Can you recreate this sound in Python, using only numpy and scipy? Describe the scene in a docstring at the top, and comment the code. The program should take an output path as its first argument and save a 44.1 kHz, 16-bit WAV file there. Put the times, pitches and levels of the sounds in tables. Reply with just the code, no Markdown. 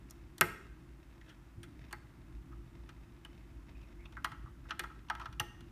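"""A memory module is worked into its slot in a small open computer on a wooden table, heard up close.
It knocks once on the steel chassis, scrapes and ticks into place, creaks as it is pressed down, and
snaps into its clips. Each click rings the chassis, the circuit board and the contacts. Fingers rub,
a hand bumps the table, and a small room answers over a low rumble."""
import sys
import numpy as np
from scipy import signal
from scipy.fft import rfft, irfft
from scipy.io import wavfile

SR = 44100
rng = np.random.default_rng(int(sys.argv[2]) if len(sys.argv) > 2 else 0)


def int16_out(signal):
    """Quantize to a 16-bit WAV file."""
    q = np.round(np.clip(np.atleast_2d(signal).T, -1, 1) * 32767)
    wavfile.write(sys.argv[1], SR, q.astype(np.int16))


N = 251811
TIME = np.arange(N) / SR

# The tone of the room's air and of rubbing. Each row: frequency in Hz, relative level in dB.
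AIR_TONE = [(15, -26), (28, -33), (53, 1), (82, -13), (125, -10), (185, -19), (320, -15), (450, -34.5),
            (1300, -32.5), (2300, -40), (3000, -43), (3800, -47.5), (8000, -51), (15500, -55.5)]
RUB_TONE = [(400, -7.5), (900, 4.5), (1350, -14), (1900, -3), (2700, -8.5), (3800, -9.5), (6500, -19),
            (10000, -37), (15500, -29.5)]
# The room's hums. Each row: pitch in Hz, width in Hz, level in dB.
ROOM_HUMS = [(53.15, 7, -58), (119.9, 21, -64.5), (170.6, 8, -71.5), (343.6, 4.7, -68)]
# The shape of the bass's rise and fall. Each row: time in seconds, relative level in dB.
BASS_SWELLS = [(0.0, -54.5), (1.46, -58.5), (1.69, -52), (2.07, -57.5), (2.37, -53), (2.94, -54.5),
               (3.4, -56), (3.5, -55.5), (3.94, -54), (4.47, -53.5), (5.06, -56), (5.71, -53)]
# Rubs along the chassis. Each row: middle in seconds, half length in seconds, level in dB.
RUB_STROKES = [(0.207, 0.045, -73), (1.288, 0.044, -68), (1.848, 0.11, -70.5), (3.078, 0.43, -75.5),
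               (3.856, 0.087, -68.5), (4.35, 0.13, -81), (4.7, 0.023, -62.5), (5.257, 0.033, -65),
               (5.7, .04, -79.5)]
# The module's slips. Each row: start in seconds, length in seconds, chassis level in dB,
# centre of the chassis ring in Hz, board level in dB, contact level in dB.
SLIPS = [(0.0984, .003, -76, 1200, -63, -65), (0.1084, .0012, -63, 1360, -56, -53),
         (0.381, 0.0028, -56, 1200, -53, -52.5), (0.4101, .0012, -18, 1560, -26, -25.5),
         (1.212, 0.0037, -57.5, 1910, -65, -80), (1.291, 0.02, -61.5, 1610, -58, -69.5),
         (1.631, 0.0099, -52.5, 1577, -53.5, -60.5), (1.813, .004, -61.5, 1880, -71, -85),
         (1.909, 0.011, -54.5, 1080, -60.5, -68), (1.9272, 0.0014, -39, 1450, -52, -49.5),
         (2.523, 0.0052, -58, 1245, -74, -87.5), (2.891, .005, -52.5, 1310, -57, -68.5),
         (3.249, 0.0026, -53, 1345, -57, -62.5), (3.813, .007, -65, 1230, -67, -79),
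         (4.0554, 0.0032, -58.5, 1130, -62.5, -77.5), (4.1227, 0.0036, -58.5, 1150, -62, -74),
         (4.168, .0045, -40.5, 1440, -67, -73.5), (4.2445, 0.0036, -28.5, 1300, -37.5, -45.5),
         (4.3176, .0032, -43.5, 1273, -56, -67.5), (4.458, .006, -55.5, 1195, -77, -92),
         (4.651, 0.0057, -55.5, 1310, -79, -88), (4.693, 0.016, -47, 1440, -58.5, -66),
         (4.707, 0.0023, -33.5, 1280, -39.5, -64), (4.7935, 0.0025, -34, 1510, -38.5, -42.5),
         (4.836, 0.0063, -37.5, 1280, -53, -64.5), (4.9, 0.005, -51.5, 1230, -77.5, -97),
         (5.085, 0.0044, -56.5, 1160, -58, -86), (5.0993, 0.0018, -28, 1194, -41.5, -54.5),
         (5.1513, 0.0015, -43, 1290, -53.5, -64), (5.197, 0.0078, -41.5, 1180, -54, -67),
         (5.213, 0.016, -42, 1170, -53.5, -71), (5.2564, 0.0033, -37.5, 1245, -51, -68),
         (5.327, 0.0039, -59, 1440, -57.5, -70.5), (5.3985, 0.0023, -33.5, 1200, -37, -38.5),
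         (5.6067, 0.0038, -62, 1350, -61, -68.5)]
# The notes each part rings with. Each row: pitch in Hz, relative level in dB, seconds to fade by 60 dB.
CONTACT_NOTES = [(6713, 5, .006), (8700, -2.5, .007), (8905, 4, 0.0058), (9400, 3, .01), (9810, -9.5, .008),
                 (11400, -2.5, .006), (11780, -3, .006), (12260, -6.5, 0.0081), (13400, -5.5, 0.0066),
                 (14680, -7, 0.0062)]
BOARD_NOTES = [(2437, -1.5, 0.043), (2640, -0.5, 0.014), (2828, -9, 0.072), (2958, -6, 0.05),
               (3140, -3, 0.035), (3330, -5, .03), (3422, -1.5, 0.028), (4180, -5.5, 0.062),
               (4600, -5.5, 0.018), (5470, 2.5, 0.015), (5860, 6.5, 0.02), (6267, -3.5, 0.042)]
CHASSIS_NOTES = [(668, 5, 0.052), (847.6, 2, 0.11), (936, -5.5, 0.0553), (997, -3, 0.047),
                 (1098, -13.5, 0.041), (1237, -4.5, 0.07), (1317, -0.5, 0.11), (1440, -7.5, 0.064),
                 (1530, -16, 0.0613), (1610, 0, 0.041), (1776, 1, 0.011), (1926, 0, 0.056), (2111, 1, 0.15),
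                 (2340, -10.5, 0.044)]
TABLE_NOTES = [(95, -6.5, 0.19), (164, -7, 0.28), (214.4, -2, 0.076), (347.7, 1.5, 0.14),
               (447, -9.5, 0.029), (585, -15.5, 0.048)]
# The room's echo. Each row: frequency in Hz, level in dB against the direct sound, seconds to fade 60 dB.
ROOM_ECHO = [(100, -16.5, 0.42), (340, -1, 0.63), (700, -8.5, 0.35), (1529, -14.5, 0.75), (2107, -10, 0.56),
             (2930, -15, 0.66), (4550, -14, 0.51), (6540, -16, 0.61), (11000, -18.5, .33),
             (13896, -11.5, 0.32)]
# Single notes of the chassis, board or contacts that ring on after some clicks.
# Each row: start in seconds, pitch in Hz, level in dB, seconds to fade by 60 dB.
LINGERING_NOTES = [(.4103, 11400, -13.5, 0.0068), (0.4115, 1544, -22, 0.074), (1.631, 9120, -51.5, 0.037),
                   (1.928, 4400, -39, 0.015), (1.928, 826, -48.5, .15), (3.249, 2990, -40, 0.023),
                   (5.397, 2828, -22, 0.017), (5.4, 1850, -28.5, 0.048), (5.4, 838, -37, 0.11),
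                   (5.4, 6030, -22, 0.0063)]
# The board's edge drags. Each row: middle in seconds, half length in seconds, pitch in Hz, level in dB.
EDGE_DRAGS = [(1.295, .02, 1640, -63.5), (1.295, 0.017, 3200, -70), (2.529, .01, 1286, -61),
              (3.76, 0.0084, 2500, -67), (3.825, 0.02, 2500, -68.5), (4.015, 0.022, 2184, -68),
              (4.059, 0.0025, 2650, -48.5), (4.058, 0.0045, 3580, -62.5), (4.476, 0.01, 1180, -61)]
# The hand bumps the table. Each row: middle in seconds, level in dB, pitch in Hz.
HAND_BUMPS = [(1.584, -38.5, 95), (1.609, -50.5, 124), (4.449, -39, 100), (5.294, -39.5, 95),
              (5.415, -36.5, 106)]


def amp(db):
    """Turns decibels into a gain."""
    return 10 ** (np.asarray(db) / 20)


def evened(x):
    """Scales a sound to an average power of 1."""
    return x / np.sqrt(np.mean(x ** 2) + 1e-20)


def look_up(points, hz, column=1):
    """Reads a table's column at any frequency, gliding between rows."""
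    columns = np.transpose(points)
    return np.interp(np.log(hz + 1), np.log(columns[0]), columns[column])


def coloured(x, tone):
    """Gives a sound the tone in a table, at a power of 1."""
    hz = np.fft.rfftfreq(len(x), 1 / SR)
    return evened(irfft(rfft(x) * amp(look_up(tone, hz)), len(x)))


def add(mix, start, sound):
    """Mixes a sound in at a start time in seconds."""
    part = mix[max(round(start * SR), 0):][:len(sound)]
    part += sound[:len(part)]


def narrow_noise(size, centre_hz, width_hz):
    """Noise gathered around one pitch, at a power of 1."""
    hz = np.fft.rfftfreq(size, 1 / SR)
    spectrum = rfft(rng.standard_normal(size)) / (1 + ((hz - centre_hz) / width_hz) ** 2)
    return evened(irfft(spectrum, size))


def background(air_db=-54.5, sway=0.92):
    """The room's air and hums; the low rumble drifts unevenly louder and softer."""
    air = amp(air_db) * coloured(rng.standard_normal(N), AIR_TONE)
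    for hz, width, db in ROOM_HUMS:
        air += amp(db) * narrow_noise(N, hz, width)
    bass = signal.sosfiltfilt(signal.butter(3, 300, fs=SR, output="sos"), air)
    level_db = np.interp(TIME, *np.transpose(BASS_SWELLS))
    swell_db = sway * np.clip(level_db - np.median(level_db), -6, 5)
    return air + bass * (amp(swell_db) - 1)


def rubbing(grip_db=-75.5, spread_db=4, catches_per_s=700):
    """Skin and board edge catch in tiny, uneven grains: faintly from the grip, more with each stroke."""
    catches = rng.random(N) < catches_per_s / SR
    sizes = amp(spread_db * np.minimum(rng.exponential(1, N), 4)) * rng.standard_normal(N)
    t = np.arange(SR // 30) / SR
    grain = rng.standard_normal(len(t)) * np.exp(-t / 0.0049)
    patter = signal.fftconvolve(catches * sizes, grain)[:N]
    power = amp(grip_db) ** 2
    for middle, half, db in RUB_STROKES:
        power += amp(db) ** 2 * np.exp(-((TIME - middle) / half) ** 2)
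    return np.sqrt(power) * coloured(patter, RUB_TONE)


def catch_burst(size, length):
    """The spectrum of a sudden, fading burst of tiny catches, about as strong at every pitch."""
    age = np.arange(size) / SR / max(length, 1e-4)
    burst = rng.standard_normal(size) * np.exp(-age)
    for _ in range(3):  # even out the tone, then make the burst short again
        spectrum = rfft(burst)
        burst = irfft(spectrum / (abs(spectrum) + 1e-12)) * np.exp(-(age / 4) ** 2)
    return rfft(burst) / np.linalg.norm(burst)


def tone_filter(db):
    """The spectrum of a filter with these gains that rings only after it is struck."""
    log_gain = np.log(amp(np.maximum(db, -80)))
    mirrored = np.r_[log_gain, log_gain[-2:0:-1]]
    return np.exp(np.conj(signal.hilbert(mirrored)))[:len(db)]


def ring(notes, length, haze, centre_hz=1000, focus_db=0, edge_db=45, size=8192):
    """A part rings with its notes and a haze of others; the spot struck favours those near a centre."""
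    hz = np.fft.rfftfreq(size, 1 / SR)
    note_hz, db, fade_s = np.transpose(notes)[:, :, None]
    width_hz = np.log(1000) / (2 * np.pi * fade_s)
    phase = np.exp(2j * np.pi * rng.random(db.shape))
    clear = (amp(db) * phase * np.sqrt(width_hz) / (width_hz + 1j * (hz - note_hz))).sum(0)
    octaves_outside = abs(np.log2((hz + 1) / np.clip(hz + 1, note_hz.min(), note_hz.max())))
    clear_level = np.sqrt(np.mean(abs(clear[octaves_outside == 0]) ** 2))
    hazy = haze * clear_level * catch_burst(size, length + 0.1 * fade_s.mean())
    octaves_off_centre = np.hypot(np.log2((hz + 1) / centre_hz), 0.15)
    favour = tone_filter(-focus_db * octaves_off_centre - edge_db * octaves_outside)
    sound = irfft((clear * catch_burst(size, length) + hazy) * favour)[:size * 3 // 4]
    return sound / np.sqrt(np.sum(sound ** 2) / (SR / 200) + 1e-30)  # the energy of 5 ms at power 1


def click(length, ring_db, ring_hz, clack_db, tick_db):
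    """One slip of the module rings the contacts and board, and spreads into the chassis and table."""
    bright_db = tick_db - ring_db
    tick_hz = 10600 + 42 * tick_db  # a weaker touch sounds lower
    clack_hz = 2910 + 282.5 * max(bright_db, 0)  # a glancing touch clacks higher
    ring_focus_db = 13 - 0.62 * bright_db  # a dull slip rings a narrower band
    thud_db = min(tick_db - 3, ring_db - 10.5)  # a crisp snap shakes the table
    contacts = ring(CONTACT_NOTES, 1.1 * length, haze=1.1, centre_hz=tick_hz, focus_db=6.5, edge_db=21)
    board = ring(BOARD_NOTES, 0.61 * length, haze=1.048, centre_hz=clack_hz, focus_db=15, edge_db=34.5)
    chassis = ring(CHASSIS_NOTES, length + 0.001, haze=0.56, centre_hz=ring_hz, focus_db=ring_focus_db)
    table = ring(TABLE_NOTES, length + 0.0036, haze=0.35, edge_db=29)
    return amp(ring_db) * chassis + amp(clack_db) * board + amp(tick_db) * contacts + amp(thud_db) * table


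def near_echoes(x):
    """Hand, lid and table top throw back quick, duller copies, which join the direct sound."""
    dull = signal.sosfilt(signal.butter(2, 4200, fs=SR, output="sos"), x)
    out = x.copy()
    for delay_s, db in [(0.0045, -23), (0.0078, -10.5), (0.017, -26)]:
        add(out, delay_s, amp(db) * dull)
    return out


def room_echo(x, swell_s=0.003):
    """The room answers with a wash of echoes that swells in, each pitch fading at its own speed."""
    hz, t, noise = signal.stft(rng.standard_normal(SR), SR, nperseg=256)
    fade_s = look_up(ROOM_ECHO, hz, column=2)[:, None]
    gain = amp(look_up(ROOM_ECHO, hz)[:, None] - 60 * t / fade_s)
    gain *= np.sqrt(2 * np.log(1000) / (fade_s * SR))  # a longer fade adds no energy
    tail = signal.istft(gain * noise, SR, nperseg=256)[1][:SR]
    swell = 1 - np.exp(-np.arange(SR) / SR / swell_s)
    return signal.fftconvolve(x, tail * swell)[:N]


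def lingering_note(hz, db, fade_s):
    """A single note of the chassis, board or contacts rings on after a click."""
    t = np.arange(SR // 3) / SR
    onset = 1 - np.exp(-t * hz / 2)
    return amp(db - 60 * t / fade_s) * np.sin(2 * np.pi * hz * t) * onset


def edge_scrapes(width_hz=170):
    """The board's edge drags briefly, making noise around one pitch that swells and fades."""
    t = np.arange(-SR // 8, SR // 8) / SR
    out = np.zeros(N)
    for middle, half, hz, db in EDGE_DRAGS:
        swell = np.exp(-(t / half) ** 2 / 2)
        add(out, middle + t[0], amp(db) * narrow_noise(len(t), hz, width_hz) * swell)
    return out


def table_bumps(half_length_s=0.0043):
    """A soft push of the hand gives the table a couple of low swings."""
    t = np.arange(-SR // 25, SR // 25) / SR
    push = np.exp(-(t / half_length_s) ** 2 / 2)
    out = np.zeros(N)
    for middle, db, hz in HAND_BUMPS:
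        swing = np.cos(2 * np.pi * (hz * t + rng.random()))
        add(out, middle + t[0], amp(db) * push * swing)
    return out


def scene():
    """Scrapes, clicks and lingering notes echo in a small room, over rubbing, bumps and background."""
    handling = edge_scrapes()
    for start, *slip in SLIPS:
        add(handling, start, click(*slip))
    for start, *note in LINGERING_NOTES:
        add(handling, start, lingering_note(*note))
    return (near_echoes(handling) + room_echo(handling) + rubbing() + table_bumps() + background())[None]


def record(dry):
    """Cuts away the highest treble, above 15450 Hz."""
    treble_cut = signal.firwin(511, 15450, window=("kaiser", 9), fs=SR)
    return signal.oaconvolve(dry, treble_cut[None], "same")


dry = scene()
out = record(dry)
int16_out(out)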